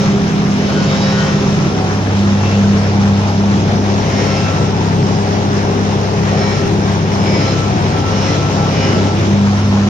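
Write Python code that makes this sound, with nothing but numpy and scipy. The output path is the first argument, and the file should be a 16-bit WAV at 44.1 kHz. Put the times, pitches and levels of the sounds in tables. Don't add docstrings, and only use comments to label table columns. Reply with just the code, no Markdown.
import sys
import numpy as np
from scipy import signal
from scipy.io import wavfile
from scipy.ndimage import uniform_filter1d

SR = 44100
rng = np.random.default_rng(int(sys.argv[2]) if len(sys.argv) > 2 else 0)


def rack_gain(trim_db):
    fader = np.asarray(trim_db, float)
    return 10 ** (fader / 20)


def wav_out(sig):
    wavfile.write(sys.argv[1], SR, np.round(np.clip(np.atleast_2d(sig).T, -1, 1) * 32767).astype(np.int16))


N = 436149
T = np.arange(N) / SR

CYCLE_HZ = 16.572
FIRING = 6
STROKES_PER_CYCLE = 8.1006

# time in seconds, cycle rate in Hz.
CYCLE_RATE = [(0, 16.552), (0.9, 16.504), (1.25, 16.521), (1.7, 16.638), (2.2, 16.578), (4, 16.561),
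              (4.5, 16.473), (5, 16.612), (6.3, 16.609), (7.3, 16.536), (7.6, 16.459), (9, 16.433),
              (9.4, 16.599), (9.89, 16.642)]
# middle in seconds, half length in seconds, effort 0-1,
# pump strokes lost to belt slip, level of the tenth stroke partial in dB.
STEERING = [(0, 0.14, 0.93, 0.0021, -38), (1.077, 0.62, 1, 0.55, -42), (2.494, 0.33, 0.5, 0.044, -49),
            (4.282, 0.39, 0.9, 0.038, -32.5), (6.448, 0.24, 0.65, 0.24, -36),
            (7.428, 0.26, 0.94, 0.19, -32), (7.93, 0.27, 0.15, 0, -33), (8.276, 0.23, 1, .035, -31.5),
            (8.566, 0.13, 0.66, 0.025, -33.5), (8.824, 0.18, 1, 0.011, -34),
            (9.046, 0.095, 0.9, 0.0038, -33), (9.85, 0.33, 0.1, 0, -56)]
# time in seconds, place (0 seat, 1 rear, 2 front window).
MIC_PATH = [
    (0, 0),
    (1.45, 0.028),
    (2.1, 0.82),
    (3.5, 1.4),
    (4.1, 1.99),
    (4.6, 1.95),
    (8.95, 2),
    (9.3, 1.24),
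    (9.89, 0.84),
]
# time in seconds, lead of the left microphone in samples, left-right balance in dB.
MIC_LEAD = [(0, 13, -1), (1.8, 10.6, -0.8), (3.3, 11.6, 0.5), (4.1, 17.1, 2), (8.3, 17, 2),
            (9.2, 16.8, 0.6), (9.89, 5.4, -0.5)]
# frequency in Hz, level in dB per Hz.
LEFT_COLOUR = [(500, -58), (1100, -55.5), (2700, -63.5), (4000, -67.5), (5000, -78), (5500, -69),
               (6600, -73.5), (7500, -75.5), (8100, -76), (8700, -83.5), (12500, -90), (13900, -107),
               (14900, -88), (16000, -96)]
# frequency in Hz, level in dB per Hz.
RIGHT_COLOUR = [(500, -68), (1100, -58), (2000, -64), (3300, -67.5), (4600, -67.5), (5200, -63),
                (6500, -68.5), (7500, -85), (8100, -84), (8700, -80.5), (12500, -90.5), (13900, -107),
                (14900, -80.5), (16000, -101)]


def evened(x):
    return x / np.sqrt(np.mean(x ** 2) + 1e-20)


def over_hz(points, hz):
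    f, value = np.transpose(points)
    return np.interp(np.log(hz + 1), np.log(f + 1), value)


def over_time(rows, t=T):
    s, *columns = np.transpose(rows)
    return [np.interp(t, s, c) for c in columns]


def drift(lo_hz, hi_hz, count=1):
    t, f = T[::256], np.geomspace(lo_hz, hi_hz, 16)
    phase = rng.random((count, 16, 1))
    waves = np.sin(2 * np.pi * (f[:, None] * t + phase)) / np.sqrt(f)[:, None]
    return np.array([np.interp(T, t, evened(w)) for w in waves.sum(1)])


def tone(turns, db):
    return np.sqrt(2) * rack_gain(db) * np.sin(2 * np.pi * (turns + rng.random()))


def patchwork(shape, hz_bins, frames):
    patches = uniform_filter1d(rng.standard_normal(shape), hz_bins, axis=0)
    return evened(uniform_filter1d(patches, frames, axis=1))


def placed(seat, rear, window):
    return np.interp(over_time(MIC_PATH)[0], range(3), (seat, rear, window))


def low_orders_db():
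    return placed(-19.5, -27, -21.5)


def bump(s, half_s):
    return np.cos(np.pi / 2 * np.clip((T - s) / half_s, -1, 1)) ** 2


def effort():
    return sum(force * bump(s, half_s) ** 0.46 for s, half_s, force, *_ in STEERING)


def pump_strokes(turns):
    slip = np.zeros(N)
    for s, half_s, _, lost, _ in STEERING:
        spread_s = half_s + 0.092
        slip += lost / spread_s * bump(s + 0.06, spread_s)
    return STROKES_PER_CYCLE * turns - np.cumsum(slip) / SR


def pair(drive, left, right, size, patchy_db):
    # frequency in Hz, likeness 0-1.
    likeness = [(25, .95), (80, 0.83), (180, 0.96), (350, 0.77), (700, 0.69), (1400, 0.39), (3000, 0.18),
                (6000, 0.25), (12000, 0)]
    hz, t, z = signal.stft(drive * np.sqrt(SR / 2), SR, nperseg=size, noverlap=size * 3 // 4)
    same = np.clip(over_hz(likeness, hz), 0, 1)[:, None]
    lead_s = over_time(MIC_LEAD, t)[0] / SR
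    lead_share = np.clip(hz / 1300, .3, 1)[:, None]
    late = np.exp(-2j * np.pi * hz[:, None] * lead_s * lead_share)
    patches = patchwork(z[0].shape, 14, 12)
    z = np.array([z[0], same * late * z[0] + np.sqrt(1 - same ** 2) * z[1]])
    colour_db = np.array([over_hz(left, hz), over_hz(right, hz)])[:, :, None] + patchy_db * patches
    return signal.istft(z * rack_gain(colour_db), SR, nperseg=size, noverlap=size * 3 // 4)[1][:, :N]


def engine_alongside():
    # multiple of the cycle rate, level in dB.
    alongside_orders = [(1, -49), (4, -35), (5, -35), (8, -30), (12, -33)]
    turns = np.cumsum(16.14 * (1 + 0.0013 * drift(0.127, 0.51)[0])) / SR
    return rack_gain(-0.5) * sum(tone(k * turns, db + 1.1 * drift(0.347, 5)[0]) for k, db in alongside_orders)


def rumble(turns):
    # frequency in Hz, level in dB per Hz.
    rumble_colour = [(12, -71), (38, -76), (60, -64), (100, -52), (118, -40.5), (135, -38), (170, -40.5),
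                     (185, -44), (270, -45.5), (440, -47), (520, -53), (850, -51.5), (1150, -63),
                     (3000, -130)]
    rumble_db, roar_db = placed(-21.5, -22.5, -21), placed(-30, -27.5, -26.5)
    carry = abs(np.gradient(over_time(MIC_PATH)[0], T))
    rumble_db = rumble_db + 1.5 * uniform_filter1d(carry, round(0.71 * SR))
    z = pair(rng.standard_normal((2, N)), rumble_colour, rumble_colour, size=2048, patchy_db=2.0)
    orders = np.zeros(N)
    for k in range(16, 62):
        order_db = over_hz(rumble_colour, k * CYCLE_HZ) + 4.8
        orders += tone(k * turns, order_db + 4.9 * drift(0.298, 5)[0])
    z = z + np.array([orders, np.roll(orders, 12)])
    low, under = (signal.sosfiltfilt(signal.butter(2, hz, fs=SR, output="sos"), z) for hz in (200, 520))
    knock = 1 + .14 * np.cos(2 * np.pi * FIRING * turns) + .12 * np.cos(np.pi * FIRING * turns)
    out = low * rack_gain(0.5 * (low_orders_db() + 20.5))
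    out += (under - low) * rack_gain(1.94 * (rumble_db + 20.5))
    return out + (z - under) * knock * rack_gain(1.66 * (roar_db + 26))


def clatter(work):
    ticks = (rng.random(N) < 2500 / SR) * rack_gain(2.0 * np.minimum(rng.exponential(1, N), 5))
    ticks = evened(ticks * rng.standard_normal((2, N)))
    shake = 1 + sum(0.069 * np.cos(2 * np.pi * CYCLE_HZ * k * T) for k in (3, 6))
    gust_db = 0.46 + 2 * work + 0.66 * drift(3, 20)[0]
    drive = (0.99 * rng.standard_normal((2, N)) + 0.18 * ticks) * shake * rack_gain(gust_db)
    return pair(drive, LEFT_COLOUR, RIGHT_COLOUR, size=512, patchy_db=1.15)


def knocks():
    # start in seconds, level in dB, pitch in Hz, time to fall 60 dB in seconds.
    loose_parts = [
        (2.069, -19, 1730, 0.03),
        (2.64, -21, 1530, 0.09),
        (2.783, -23, 5490, .06),
        (3.3, -12.5, 810, 0.067),
    ]
    out, t = np.zeros(N), T[:6000]
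    for s, db, hz, t60 in loose_parts:
        crack = np.convolve(rng.standard_normal(len(t)), np.ones(5) / 2, "same")
        ring = np.sin(2 * np.pi * hz * t) + 0.1 * crack
        attack = np.minimum(t / 0.0027, 1)
        out[round(s * SR):][:len(t)] += rack_gain(db - 60 * t / t60) * ring * attack
    return out * rack_gain(np.array([[1.5], [-1.5]]))


def engine(turns):
    # multiple of the cycle rate, level in dB.
    steady_orders = [(2, -52), (3, -52), (5, -43), (15, -40), (45, -43)]
    # multiple of the cycle rate, dB over the low orders level.
    boomy_orders = [(8, -14), (9, -8), (10, -3)]
    low_db = low_orders_db()
    out = tone(FIRING * turns, placed(-27.5, -14.5, -19.5) + .5 * drift(1, 10)[0])
    out += sum(tone(k * turns, db + low_db + 2.9 * drift(0.448, 5.5)[0]) for k, db in boomy_orders)
    return out + rack_gain(3.5) * sum(tone(k * turns, db + 5.3 * drift(0.28, 6.7)[0]) for k, db in steady_orders)


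def pump_hum(strokes, turns):
    shaft = strokes / 2
    top = round(3.08 * SR)
    sag = np.maximum(16.57 - over_time(CYCLE_RATE)[0], 0)
    third = placed(-rack_gain(-14.5), rack_gain(-14), rack_gain(-21)) * rack_gain(-37 * sag)
    third = third * np.sin(2 * np.pi * 3 * (shaft - shaft[top]))
    twelfth = rack_gain(placed(-34, -19, -31)) * np.sin(2 * np.pi * 2 * FIRING * (turns - turns[top]))
    sixth_db = placed(-23.5, -41.5, -25) - 70 * sag + 1.2 * drift(0.89, 14)[0]
    return np.sqrt(2) * (third + twelfth) + tone(6 * shaft, sixth_db) + tone(9 * shaft, -38.0)


def stroke_comb(strokes, work, start):
    load_db = -5 + 9.5 * work
    out = np.zeros((2, N))
    for k in range(5, 58):
        if k == 10:
            continue
        hz = k * STROKES_PER_CYCLE * CYCLE_HZ
        colour_db = np.array([[over_hz(LEFT_COLOUR, hz)], [over_hz(RIGHT_COLOUR, hz)]])
        colour_db = colour_db + np.maximum(22 - 3.2 * k, -3) + 6.6 * np.clip(k / 8 - 1.5, 0, 1)
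        level = rack_gain(colour_db + 16.5 + load_db + 2.8 * drift(.6, 14, count=2))
        out += level * np.sin(2 * np.pi * (k * strokes + start[k]))
    return out


def panel_singing(strokes, start, flutter_db):
    # middle in seconds, half length in seconds, multiple of the stroke rate, level in dB.
    crossings = [(0.78, .1, 11, -33), (0.92, .06, 28, -34), (1.09, .15, 41, -35), (1.07, .13, 29, -34),
                 (1.2, .18, 14, -33), (1.222, .12, 23, -35.5), (1.22, .13, 11, -29.5), (1.06, .1, 36, -38),
                 (2.49, .11, 20, -35), (4.21, .14, 14, -37), (4.25, .22, 16, -36), (4.24, .17, 40, -37),
                 (4.413, .1, 38, -36), (6.43, .3, 14, -36), (6.474, .2, 31, -41), (6.477, .17, 40, -35.5),
                 (6.487, .16, 17, -37), (4.44, .2, 20, -38), (7.37, .22, 39, -33), (7.34, .2, 17, -32.5),
                 (7.39, .12, 15, -36), (7.49, .1, 31, -39), (8.19, .12, 22, -38), (8.294, .06, 15, -33),
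                 (8.3, .18, 31, -42), (8.22, .14, 41, -36), (8.796, .11, 18, -33), (8.83, .12, 15, -35),
                 (8.85, .13, 39, -35), (8.86, .13, 22, -35)]
    # multiple of the stroke rate, left-right balance in dB.
    panel_side = [(11, 20), (14, 18), (17, 15), (21, 6), (24, 1), (31, -2), (36, -13), (41, -13)]
    out = np.zeros((2, N))
    for s, length, k, db in crossings:
        pan_db = np.interp(k, *np.transpose(panel_side))
        part = slice(max(round((s - length) * SR), 0), round((s + length) * SR))
        voices = 0
        for j in range(round(k) - 1, round(k) + 2):
            level = rack_gain(db + 1 - 12.5 * abs(j - round(k)) + .7 * flutter_db[j % 8, part])
            voices = voices + level * np.sin(2 * np.pi * (j * strokes[part] + start[j]))
        swell = np.cos(np.pi / 2 * (T[part] - s) / length)
        sides = rack_gain(np.array([[pan_db / 2], [-pan_db / 2]])) / np.cosh(pan_db / 17)
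        out[:, part] += swell * voices * sides
    return out


def pump_squeal(strokes, work, flutter_db):
    fourth_db = -40 + 12.5 * work
    tenth = rack_gain(placed(-46, -42, -52))
    for s, half_s, *_, db in STEERING:
        tenth = tenth + rack_gain(db) * bump(s + .5 * half_s, .75 * half_s) ** .5
    squeal = tone(4 * strokes, fourth_db + 0.5 + .5 * flutter_db[1])
    squeal += tenth * tone(10 * strokes, 0.63 * flutter_db[0])
    return squeal * rack_gain(np.array([[1.6], [-1.6]]))


def pump_whine(strokes, work):
    strokes = strokes + .004 * drift(8, 90)[0]
    start = rng.random((60, 1, 1)) + rng.uniform(-.2, .2, (60, 2, 1))
    flutter_db = 3.5 * drift(5, 45, count=8)
    out = stroke_comb(strokes, work, start) + panel_singing(strokes, start, flutter_db)
    return out + pump_squeal(strokes, work, flutter_db)


def scene():
    turns, work = np.cumsum(over_time(CYCLE_RATE)[0]) / SR, effort()
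    strokes = pump_strokes(turns)
    lead, balance_db = over_time(MIC_LEAD)
    low = engine_alongside() + engine(turns) + pump_hum(strokes, turns)
    low = np.array([low, np.interp(T - lead / SR, T, low)]) + rumble(turns)
    low = low * rack_gain(np.array([balance_db / 2, -balance_db / 2]))
    return low + clatter(work) + knocks() + pump_whine(strokes, work)


def top_cut(x):
    return signal.sosfilt(signal.butter(12, 16850, fs=SR, output="sos"), x)


def record(dry):
    hz, t, z = signal.stft(1.05 * np.tanh(dry / 1.05), SR, nperseg=2048, noverlap=1536)
    patches = patchwork(z[0].shape, 3, 5)
    notch = np.exp(-((hz - 8080) / 170) ** 2)
    bar = .55 + 1.2 * notch - np.clip((7700 - hz) / 350, 0, 9)
    dropped = 1 / (1 + np.exp(10.0 * (patches - bar[:, None])))
    z = z * rack_gain(-16 * dropped) * (hz[:, None] < 15540)
    kept = signal.istft(z, SR, nperseg=2048, noverlap=1536)[1][:, :N]
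    kept = kept * np.minimum((N - np.arange(N)) / 150, 1)
    return top_cut(kept)


dry = scene()
out = record(dry)
wav_out(out)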